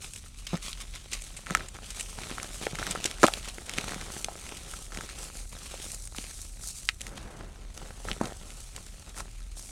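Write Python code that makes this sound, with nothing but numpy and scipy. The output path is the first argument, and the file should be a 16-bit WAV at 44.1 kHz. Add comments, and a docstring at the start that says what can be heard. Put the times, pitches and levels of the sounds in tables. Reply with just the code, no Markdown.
"""Crushing chalk and cornstarch

Two hands crush lumps over a bed of powder, close to the microphone, with a short faint room tail.
Squeezed powder hisses and grinds as coloured noise in flurries; damped resonances make the snaps and thuds.
Crusts crunch in short noise bursts, and after seven seconds the palms sweep dully through the bed.
A steady low rumble and a faint, mostly low air noise lie underneath."""
import sys
import numpy as np
from scipy import signal
from scipy.fft import rfft, irfft, next_fast_len
from scipy.io import wavfile
from scipy.ndimage import map_coordinates

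SR = 44100
rng = np.random.default_rng(int(sys.argv[2]) if len(sys.argv) > 2 else 0)


def to_wav(sig):
    """Store sig (one row per channel, or 1-D mono) as 16-bit WAV at the path in sys.argv[1].

    Samples outside -1..1 are clipped; the rate is SR.
    """
    pcm = np.clip(np.atleast_2d(sig), -1, 1) * 32767
    pcm = np.round(pcm).astype(np.int16)
    wavfile.write(sys.argv[1], SR, pcm.T)  # frames by channels


N = 428191  # samples
EVENT_SIZE = int(.05 * SR)  # samples given to each snap, crunch or thud

# Background noise colours. Each row: frequency in Hz, relative level in dB per Hz.
RUMBLE_COLOUR = [(14, -20), (22, -13), (31, -16), (34, -7), (37, 0), (41, 0), (45, -7), (49, -20),
                 (60, -11), (80, -20)]
AIR_COLOUR = [(55, 6.5), (100, 3), (170, -5.5), (260, -10.5), (400, -24), (1500, -59), (12000, -43)]
RUMBLE_DB, AIR_DB = -45, -54.5
# Tail of the tub and nearby walls: decay by 60 dB in seconds, level against the direct sound in dB.
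ROOM_T60_S, ROOM_DB = 0.078, -22
# Hollows of the cupped hands and the tub. Each row: frequency in Hz, width in Hz, gain in dB.
HOLLOWS = [(781, 130, -0.5), (1313, 150, 0), (2200, 74, -14.5)]

# Colours of the material at hand. Each row: frequency in Hz, relative level in dB per Hz.
PALM_COLOUR = [(90, 2), (170, 4.5), (350, -1), (550, -2.5), (780, -3), (1050, -8), (1500, -8.5),
               (2400, -16), (4000, -28)]
CRUST_COLOUR = [(400, -1.5), (1200, -7.5), (2500, 5.5), (5000, -5), (8500, 0), (10500, -8.5),
                (13000, -15.5), (16000, -28)]
CRUMB_COLOUR = [(70, -2), (130, 1), (200, 2.5), (330, -3), (550, -2.5), (780, -9), (1000, -10),
                (1400, -11.5), (2000, -11.5), (3500, -49)]
GRIT_COLOUR = [(700, -49), (1100, -1.5), (1450, -8.5), (1800, -9), (2300, -1), (3100, -0.5), (3900, -1),
               (4700, -5), (6500, -6), (10000, -34)]
POWDER_COLOUR = [(2500, -39.5), (4000, -6), (5100, -5.5), (6000, -1), (7000, -0.5), (8600, 1.5),
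                 (10000, -3), (12000, -12), (14000, -19), (16000, -24)]

# Palms sweeping through the bed.
SWEEP_START_S, SWEEP_PEAK_S, SWEEP_ATTACK_S = 7.04, 7.3, 0.05
SWEEP_DB, SWEEP_RISE_DB_PER_S, SWEEP_FALL_DB_PER_S = -47, 10, 39
# Lumps landing or giving way. Each row: start in seconds, level in dB, pitch in Hz.
THUDS = [(0.5325, -35.5, 180), (0.5382, -39, 178), (0.5439, -36, 176), (1.509, -36.5, 178),
         (2.313, -44, 272), (2.668, -34, 465), (2.7323, -41.5, 157), (2.9045, -44, 173),
         (2.9513, -41.5, 477), (3.053, -40, 322), (3.2328, -24, 363), (3.2398, -25.5, 503),
         (3.2432, -21, 267), (3.2452, -27, 620), (3.283, -32, 730), (3.5826, -48.5, 360),
         (3.7845, -40.5, 221), (3.9625, -44, 187), (4.285, -41, 660), (4.9737, -46, 223), (5.741, -48, 524),
         (6.1859, -44.5, 228), (8.0521, -47, 470), (8.1155, -44, 205), (8.2122, -30.5, 235),
         (8.26, -49, 254)]
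# Thud bandwidth as a share of its pitch; patter of crumbs in dB against the push, and its decay in seconds.
THUD_WIDTH, PATTER_DB, PATTER_S = 0.31, -39.5, 0.018
# Crusts collapsing. Each row: start in seconds, level in dB, centre in Hz, decay in seconds.
CRUNCHES = [(0.135, -49, 7950, 0.0021), (0.16, -48, 7610, 0.0027), (0.467, -42.5, 4800, 0.0039),
            (1.13, -37.5, 5660, 0.0056), (1.2208, -48, 8850, 0.0012), (1.365, -45.5, 8100, 0.0077),
            (1.685, -49, 7930, 0.0022), (1.904, -44.5, 6200, 0.0031), (1.996, -41, 7620, 0.0042),
            (2.008, -40, 7540, 0.0021), (2.653, -51, 5700, 0.0064), (2.909, -36, 7850, 0.0023),
            (3.0558, -31.5, 5970, 0.0028), (3.112, -44, 4130, 0.00092), (3.242, -33.5, 4270, 0.0045),
            (3.276, -40, 4220, 0.0033), (3.337, -36.5, 3900, 0.0011), (4.2448, -36.5, 6700, 0.001),
            (6.0741, -48.5, 8600, 0.00085), (7.008, -47.5, 9000, 0.0012), (8.255, -46.5, 4800, 0.0019),
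            (8.763, -47, 7160, 0.00084)]
# Hard pieces snapping. Each row: start in seconds, ring level in dB, pitch in Hz, splinter tick level in dB.
CRACKS = [(0.7306, -45.5, 3450, -67), (0.9592, -54, 1890, -55), (1.4683, -47, 1800, -59),
          (1.5, -46, 1310, -61), (1.507, -40.5, 1610, -45.5), (1.55, -26.3, 1570, -34.5),
          (1.5714, -45, 1580, -49), (1.6073, -47, 1790, -65), (2.235, -48.5, 2410, -65),
          (2.314, -49, 2520, -68), (2.3821, -42, 1260, -56), (2.3996, -46.5, 1980, -61),
          (2.4299, -50, 1360, -44), (2.6681, -40, 1770, -61), (2.7544, -45.5, 2080, -50),
          (2.787, -43.5, 1480, -52), (2.8278, -39.5, 1570, -60), (2.9575, -40.5, 1280, -66),
          (3.0425, -41.5, 3140, -38), (3.2317, -26.5, 1150, -33.5), (3.238, -23, 1100, -35),
          (3.241, -23.5, 1130, -56), (3.2535, -40, 1240, -44), (3.2664, -38, 3000, -36.5),
          (3.283, -36, 1170, -43), (3.5837, -50.5, 1920, -61), (3.695, -43.5, 2280, -44),
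          (3.7799, -45.5, 3300, -48), (3.7843, -34.5, 2310, -41), (4.2448, -49, 2600, -50),
          (4.7378, -48.5, 1410, -55), (4.921, -51.5, 1400, -58), (4.973, -47, 2000, -48.5),
          (5.0092, -46, 1400, -54), (6.1478, -53, 1190, -60), (6.184, -45, 2930, -49),
          (6.889, -31, 2020, -50), (6.8896, -32, 3700, -47), (6.8952, -44, 1980, -50),
          (7.0153, -51.5, 3130, -44.5), (7.0674, -48.5, 2180, -51), (7.7765, -60, 3180, -50.5),
          (8.086, -41.5, 1480, -60), (8.1149, -38.5, 2860, -72), (8.2133, -36, 830, -55),
          (9.2048, -46, 1090, -49)]
# Small chips breaking off: average rate, level and spread in dB against the grit and crumbs, pitch range.
CHIPS_PER_S, CHIP_DB, CHIP_SPREAD_DB = 4.2, -4.5, 4
CHIP_LOW_HZ, CHIP_HIGH_HZ = 1280, 3100
# Powder trickling from the hands between squeezes. Each row: time in seconds, then drive in dB
# for fine powder, coarse grit and crumbs on the bed.
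TRICKLE = [(0.31, -60.5, -61.0, -69), (0.89, -52.5, -56.0, -61), (1.05, -56, -57, -64.0),
           (1.332, -52.0, -55.0, -58.5), (1.79, -55.0, -58, -59), (2.1, -46.5, -53.5, -55.0),
           (2.97, -50.5, -48.0, -50.0), (3.6, -49.5, -55.0, -54), (4.069, -49.5, -52.0, -49.0),
           (4.35, -50.5, -57, -54), (4.89, -56, -64, -58.5), (5.11, -48, -48.0, -52.0),
           (5.479, -53, -66.5, -65.0), (6.55, -52.5, -67.0, -62.5), (7.64, -61.5, -61.5, -64.5),
           (7.999, -54, -59, -56), (8.651, -51, -58.0, -60.0), (9.39, -58.5, -61.5, -63.5)]
# Fingers closing, holding and letting go. Each row: start in seconds, length in seconds, then drive in dB
# for fine powder, coarse grit and crumbs on the bed.
SQUEEZES = [(0.0, 0.044, -41, -46.5, -54.5), (0.068, 0.118, -48, -58.5, -70),
            (0.235, 0.025, -50, -60.5, -64.5), (0.354, 0.052, -50, -54.5, -67.0),
            (0.465, 0.07, -51.5, -46, -61), (0.511, 0.03, -51, -46, -41.5),
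            (0.609, 0.091, -43, -44.5, -60.0), (0.762, 0.058, -51, -49.0, -60.5),
            (0.922, 0.042, -51, -46.0, -57), (1.103, 0.046, -43.0, -41.5, -55),
            (1.182, 0.093, -50.0, -56.5, -65), (1.45, 0.197, -57, -49.5, -47.0),
            (1.722, 0.04, -66, -56.5, -52), (1.824, 0.103, -52, -50.5, -64.5),
            (1.939, 0.063, -43, -46.5, -54.5), (2.157, 0.175, -50.5, -48, -48),
            (2.353, 0.093, -48.5, -52, -47.5), (2.516, 0.046, -41.5, -56.0, -56.0),
            (2.607, 0.054, -45.5, -46.5, -52.5), (2.768, 0.161, -45.5, -43, -43.0),
            (3.008, 0.064, -48, -44.5, -49.0), (3.182, 0.191, -44, -48, -47.0),
            (3.413, 0.078, -50, -49, -58.5), (3.656, 0.145, -53, -46.5, -47.0),
            (3.743, 0.144, -49.5, -46.5, -46.0), (3.885, 0.165, -49.5, -51, -51.0),
            (4.097, 0.099, -43, -52.5, -54.5), (4.397, 0.277, -51, -51, -51.5),
            (4.666, 0.104, -46, -52, -54.0), (4.784, 0.068, -47, -53.5, -62.5),
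            (4.909, 0.121, -49.5, -52.5, -50.0), (5.158, 0.109, -44.5, -53.0, -49.5),
            (5.316, 0.099, -46, -55.5, -56.0), (5.495, 0.157, -51, -54, -55.5),
            (5.639, 0.194, -48.5, -50, -56.5), (5.809, 0.123, -42, -53.5, -56.5),
            (5.917, 0.128, -49.5, -64.5, -64.0), (6.135, 0.168, -45.5, -51, -58.0),
            (6.31, 0.15, -46, -58.5, -65), (6.595, 0.115, -40.5, -57, -60.0),
            (6.726, 0.061, -41.5, -57.5, -66.0), (6.797, 0.099, -48.5, -61.5, -71.5),
            (6.993, 0.084, -52, -56.5, -54), (7.148, 0.066, -60, -53, -56), (7.36, 0.081, -67, -60, -51.5),
            (7.731, 0.142, -54.5, -58.5, -53), (7.939, 0.12, -54.0, -58, -55.5),
            (8.053, 0.048, -47.5, -48.5, -40.5), (8.189, 0.08, -53, -56.5, -40),
            (8.386, 0.216, -56, -61.5, -55.5), (8.73, 0.055, -59, -59, -52.5),
            (9.045, 0.048, -68, -59.0, -52.5), (9.146, 0.042, -42, -50.0, -44.0),
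            (9.547, 0.15, -46, -65.5, -68.5)]
SQUEEZE_ATTACK_S, SQUEEZE_RELEASE_S = 0.03, 0.033

CUTOFF_HZ = 15900  # top of the recorded range


def from_db(db):
    """Decibels to gain."""
    return 10 ** (np.asarray(db) / 20)


def rms_one(x):
    """Scale to an rms of 1."""
    return x / np.sqrt(np.mean(x ** 2) + 1e-20)


def add(track, s, sound):
    """Mix a sound into the track from time s on."""
    start = int(np.clip(round(s * SR), 0, N - 1))
    track[start:start + len(sound)] += sound[:N - start]


def colour(x, spectrum):
    """Give a noise a spectrum of (Hz, dB) points, with skirts falling away outside them; rms 1."""
    size = next_fast_len(len(x))
    hz, db = np.transpose(spectrum)
    bins = np.maximum(np.arange(size // 2 + 1) * SR / size, 1)
    skirt = np.minimum(bins / hz[0], 1) ** 2 * np.minimum(hz[-1] / bins, 1) ** 2
    gain = skirt * from_db(np.interp(np.log(bins), np.log(hz), db))
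    return rms_one(irfft(rfft(x, size) * gain, size)[:len(x)])


def cut(x, hz, kind, order=2):
    """Butterworth low- or high-pass."""
    sos = signal.butter(order, np.clip(hz, 10, .45 * SR), kind, fs=SR, output="sos")
    return signal.sosfilt(sos, x)


def resonate(x, hz, width_hz):
    """One resonance, gain 1 on top."""
    r = np.exp(-np.pi * width_hz / SR)
    zeros = np.array([1, 0, -1]) * (1 - r * r) / 2
    poles = [1, -2 * r * np.cos(2 * np.pi * hz / SR), r * r]
    return signal.lfilter(zeros, poles, x + 1e-18)


def drift(rate):
    """Smooth random wander of rms 1, changing about rate times a second."""
    # made at a twentieth of the sample rate; the first 2000 values let the filter settle
    r = np.exp(-40 * np.pi * rate / SR)
    slow = signal.lfilter([1], [1, -2 * r, r * r], rng.standard_normal(N // 20 + 2002))[2000:]
    return np.interp(np.arange(N) / 20, np.arange(len(slow)), rms_one(slow))


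def grains(size, spread_db):
    """Countless tiny fractures of very uneven strength, as noise."""
    strength = from_db(spread_db * np.clip(rng.standard_normal(size), -2, 2))
    return rng.standard_normal(size) * strength


def clicks(per_s, spread_db):
    """Lone fractures at random moments, mostly small and a few large."""
    sizes = from_db(spread_db * np.minimum(rng.exponential(1, N), 3.5))
    return sizes * (rng.random(N) < per_s / SR)


def avalanches(per_s, spread_db, decay_s):
    """Each slip sets off a flurry that starts at once and dies away; an envelope of rms 1."""
    keep = np.exp(-2 / (decay_s * SR))  # the flurries add up in power
    power = signal.lfilter([1], [1, -keep], clicks(per_s, spread_db) ** 2 + 1e-18)
    return rms_one(np.sqrt(power))


def impact(scatter, scatter_s):
    """One sharp release with a short, decaying scatter of fragments."""
    t = np.arange(EVENT_SIZE) / SR
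    return (t == 0) + scatter * rng.standard_normal(EVENT_SIZE) * np.exp(-t / scatter_s)


def rumble():
    """Steady noise in the lowest octaves, strongest around 40 Hz."""
    return from_db(RUMBLE_DB) * colour(rng.standard_normal(N), RUMBLE_COLOUR)


def air():
    """Steady, faint noise that is mostly low."""
    return from_db(AIR_DB) * colour(rng.standard_normal(N), AIR_COLOUR)


def room(x):
    """A short, dulled noise tail from the tub and nearby walls, arriving 3 ms after the direct sound."""
    t = np.arange(SR // 3) / SR
    dulled = cut(rng.standard_normal(len(t)), 8600, "low", order=1)
    tail = dulled * from_db(-60 * t / ROOM_T60_S) * (t > .003)
    return signal.fftconvolve(x, tail / np.linalg.norm(tail))[:N]


def hollows(x):
    """The hollows of hands and tub ring along with whatever breaks near them."""
    return x + sum(from_db(db) * resonate(x, hz, width_hz) for hz, width_hz, db in HOLLOWS)


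def between_palms(x):
    """A weak reflection off the moving palms combs the sound, so that its colour keeps shifting."""
    lag = .0006 * SR * from_db(2.2 * drift(rate=2.5))  # around 0.6 ms, in samples
    return x + .24 * map_coordinates(x, [np.arange(N) - lag], order=3)


def sweeping():
    """Flat hands push through loose powder with a dull, uneven rub that swells and fades."""
    t = np.arange(N) / SR
    touch = np.clip((t - SWEEP_START_S) / SWEEP_ATTACK_S, 0, 1)
    rise_db = SWEEP_RISE_DB_PER_S * (t - SWEEP_PEAK_S)
    fall_db = SWEEP_FALL_DB_PER_S * (SWEEP_PEAK_S - t)
    level_db = SWEEP_DB + np.minimum(rise_db, fall_db) + 1.6 * drift(rate=35)
    return touch * from_db(level_db) * colour(grains(N, spread_db=6), PALM_COLOUR)


def thuds():
    """A soft push on the powder bed makes a damped, low ring, with crumbs pattering after it."""
    out = np.zeros(N)
    for s, db, hz in THUDS:
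        push = impact(scatter=from_db(PATTER_DB), scatter_s=PATTER_S)
        boom = cut(resonate(push, hz, THUD_WIDTH * hz), 7.0 * hz, "low")
        add(out, s, from_db(db) * rms_one(hollows(boom)))
    return out


def crunches():
    """A crust collapses: a dense burst of grains swells and dies within milliseconds."""
    out, t = np.zeros(N), np.arange(EVENT_SIZE) / SR
    for s, db, hz, decay_s in CRUNCHES:
        dust = colour(grains(EVENT_SIZE, spread_db=2.0), CRUST_COLOUR)
        burst = resonate(dust, hz, 0.41 * hz) + 0.52 * dust
        add(out, s, from_db(db) * rms_one(burst * np.sqrt(t) * np.exp(-t / decay_s)))
    return out


def snap(db, hz, tick_db):
    """A piece snaps: a heavily damped ring at its own pitch, and a bright tick of splinters."""
    release = impact(scatter=.045, scatter_s=.003)
    ring = resonate(release, hz, 0.42 * hz)
    ring = cut(cut(ring, hz / 2, "high", order=3), 2.0 * hz, "low", order=3)
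    splinters = impact(scatter=.3, scatter_s=.0013)
    tick = cut(resonate(splinters, 6360, 3900), 11000, "low", order=3)
    return from_db(db) * rms_one(hollows(ring)) + from_db(tick_db) * rms_one(tick)


def cracks():
    """The large pieces snap one by one."""
    out = np.zeros(N)
    for s, db, hz, tick_db in CRACKS:
        add(out, s, snap(db, hz, tick_db))
    return out


def chips(grinding):
    """Small pieces snap at random, more often and louder where more is being ground."""
    out = np.zeros(N)
    ground = np.cumsum(grinding) / np.sum(grinding)  # share of the grinding done so far
    for when, size, pitch in rng.random((int(CHIPS_PER_S * N / SR), 3)):
        i = np.searchsorted(ground, when)
        db = CHIP_DB + CHIP_SPREAD_DB * (2 * size - 1)
        hz = CHIP_LOW_HZ * (CHIP_HIGH_HZ / CHIP_LOW_HZ) ** pitch
        add(out, i / SR, grinding[i] * snap(db, hz, tick_db=db - 1))
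    return out


def pressure(start, length):
    """One squeeze: the fingers close quickly, hold, and the flow dies away once they stop."""
    t = np.arange(int((length + 6 * SQUEEZE_RELEASE_S) * SR)) / SR
    closing = np.minimum(t / SQUEEZE_ATTACK_S, 1)
    return closing * np.exp(-np.maximum(t - length, 0) / SQUEEZE_RELEASE_S)


def flows():
    """Drive of powder, grit and crumbs: a continuous trickle, with every squeeze added in power."""
    s, *trickles = np.transpose(TRICKLE)
    power = [from_db(np.interp(np.arange(N) / SR, s, db)) ** 2 for db in trickles]
    for start, length, *levels in SQUEEZES:
        for track, db in zip(power, levels):
            add(track, start, (from_db(db) * pressure(start, length)) ** 2)
    return np.sqrt(power)


def crackle(low_hz, high_hz, per_s):
    """Single crumbs of eight sizes pop, each size with its own short damped ring."""
    pops = 0
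    for hz in np.geomspace(low_hz, high_hz, num=8):
        breaks = clicks(per_s, spread_db=3.8)
        ring = resonate(resonate(breaks, hz, 0.23 * hz), hz, 1.2 * hz)
        pops = pops + ring / np.sqrt(hz)
    return rms_one(pops)


def squeezing(powder, grit, crumbs):
    """Powder, grit and crumbs flow under the fingers; their sticking and slipping stirs all three."""
    grip_db = drift(rate=30.7)
    slips = avalanches(per_s=180, spread_db=6.0, decay_s=0.0044)
    grinds = avalanches(per_s=170, spread_db=3.0, decay_s=0.00081)
    falls = avalanches(per_s=180, spread_db=6.0, decay_s=0.0022)
    flurries = np.sqrt(slips ** 2 + grinds ** 2 + falls ** 2)
    # each size of grain flows steadily in part and in flurries for the rest
    fine_flow = np.hypot(from_db(-2.83), from_db(-6.5) * slips)
    coarse_flow = np.hypot(from_db(-4.0), from_db(-7.0) * flurries)
    dull_flow = np.hypot(from_db(-3.0), from_db(0.5) * falls)
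    fine = colour(grains(N, spread_db=7), POWDER_COLOUR) * fine_flow
    coarse = colour(grains(N, spread_db=7), GRIT_COLOUR) * coarse_flow
    dull = rms_one(hollows(colour(grains(N, spread_db=6), CRUMB_COLOUR))) * dull_flow
    # single breaks stand out of the flow: ringing pops, bright specks and dry ticks
    pops = from_db(-11.5) * np.sqrt(grit * crumbs) * crackle(830, 3600, per_s=28)
    specks = from_db(-15.5) * powder * crackle(3800, 7000, per_s=58)
    dry_ticks = colour(clicks(per_s=140, spread_db=4.8), CRUST_COLOUR)
    ticks = from_db(-8.5) * np.sqrt(powder * grit) * dry_ticks
    in_hands = between_palms(powder * fine + grit * coarse + pops + specks + ticks)
    on_bed = crumbs * dull
    return (in_hands + on_bed) * from_db(grip_db)


def scene():
    """The chalk close by with its room tail, over a steady low rumble and faint air; one channel."""
    powder, grit, crumbs = flows()
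    chalk = sweeping() + thuds() + crunches() + cracks()
    chalk = chalk + chips(np.sqrt(grit * crumbs)) + squeezing(powder, grit, crumbs)
    return (rumble() + air() + from_db(ROOM_DB) * room(chalk) + chalk)[None]


def record(dry):
    """The loudest peaks are rounded off, and the top is cut steeply."""
    rounded = dry / (1 + (dry / .88) ** 4) ** .25
    steep = signal.ellip(10, .2, 80, CUTOFF_HZ, fs=SR, output="sos")
    return signal.sosfilt(steep, rounded)


dry = scene()
out = record(dry)
to_wav(out)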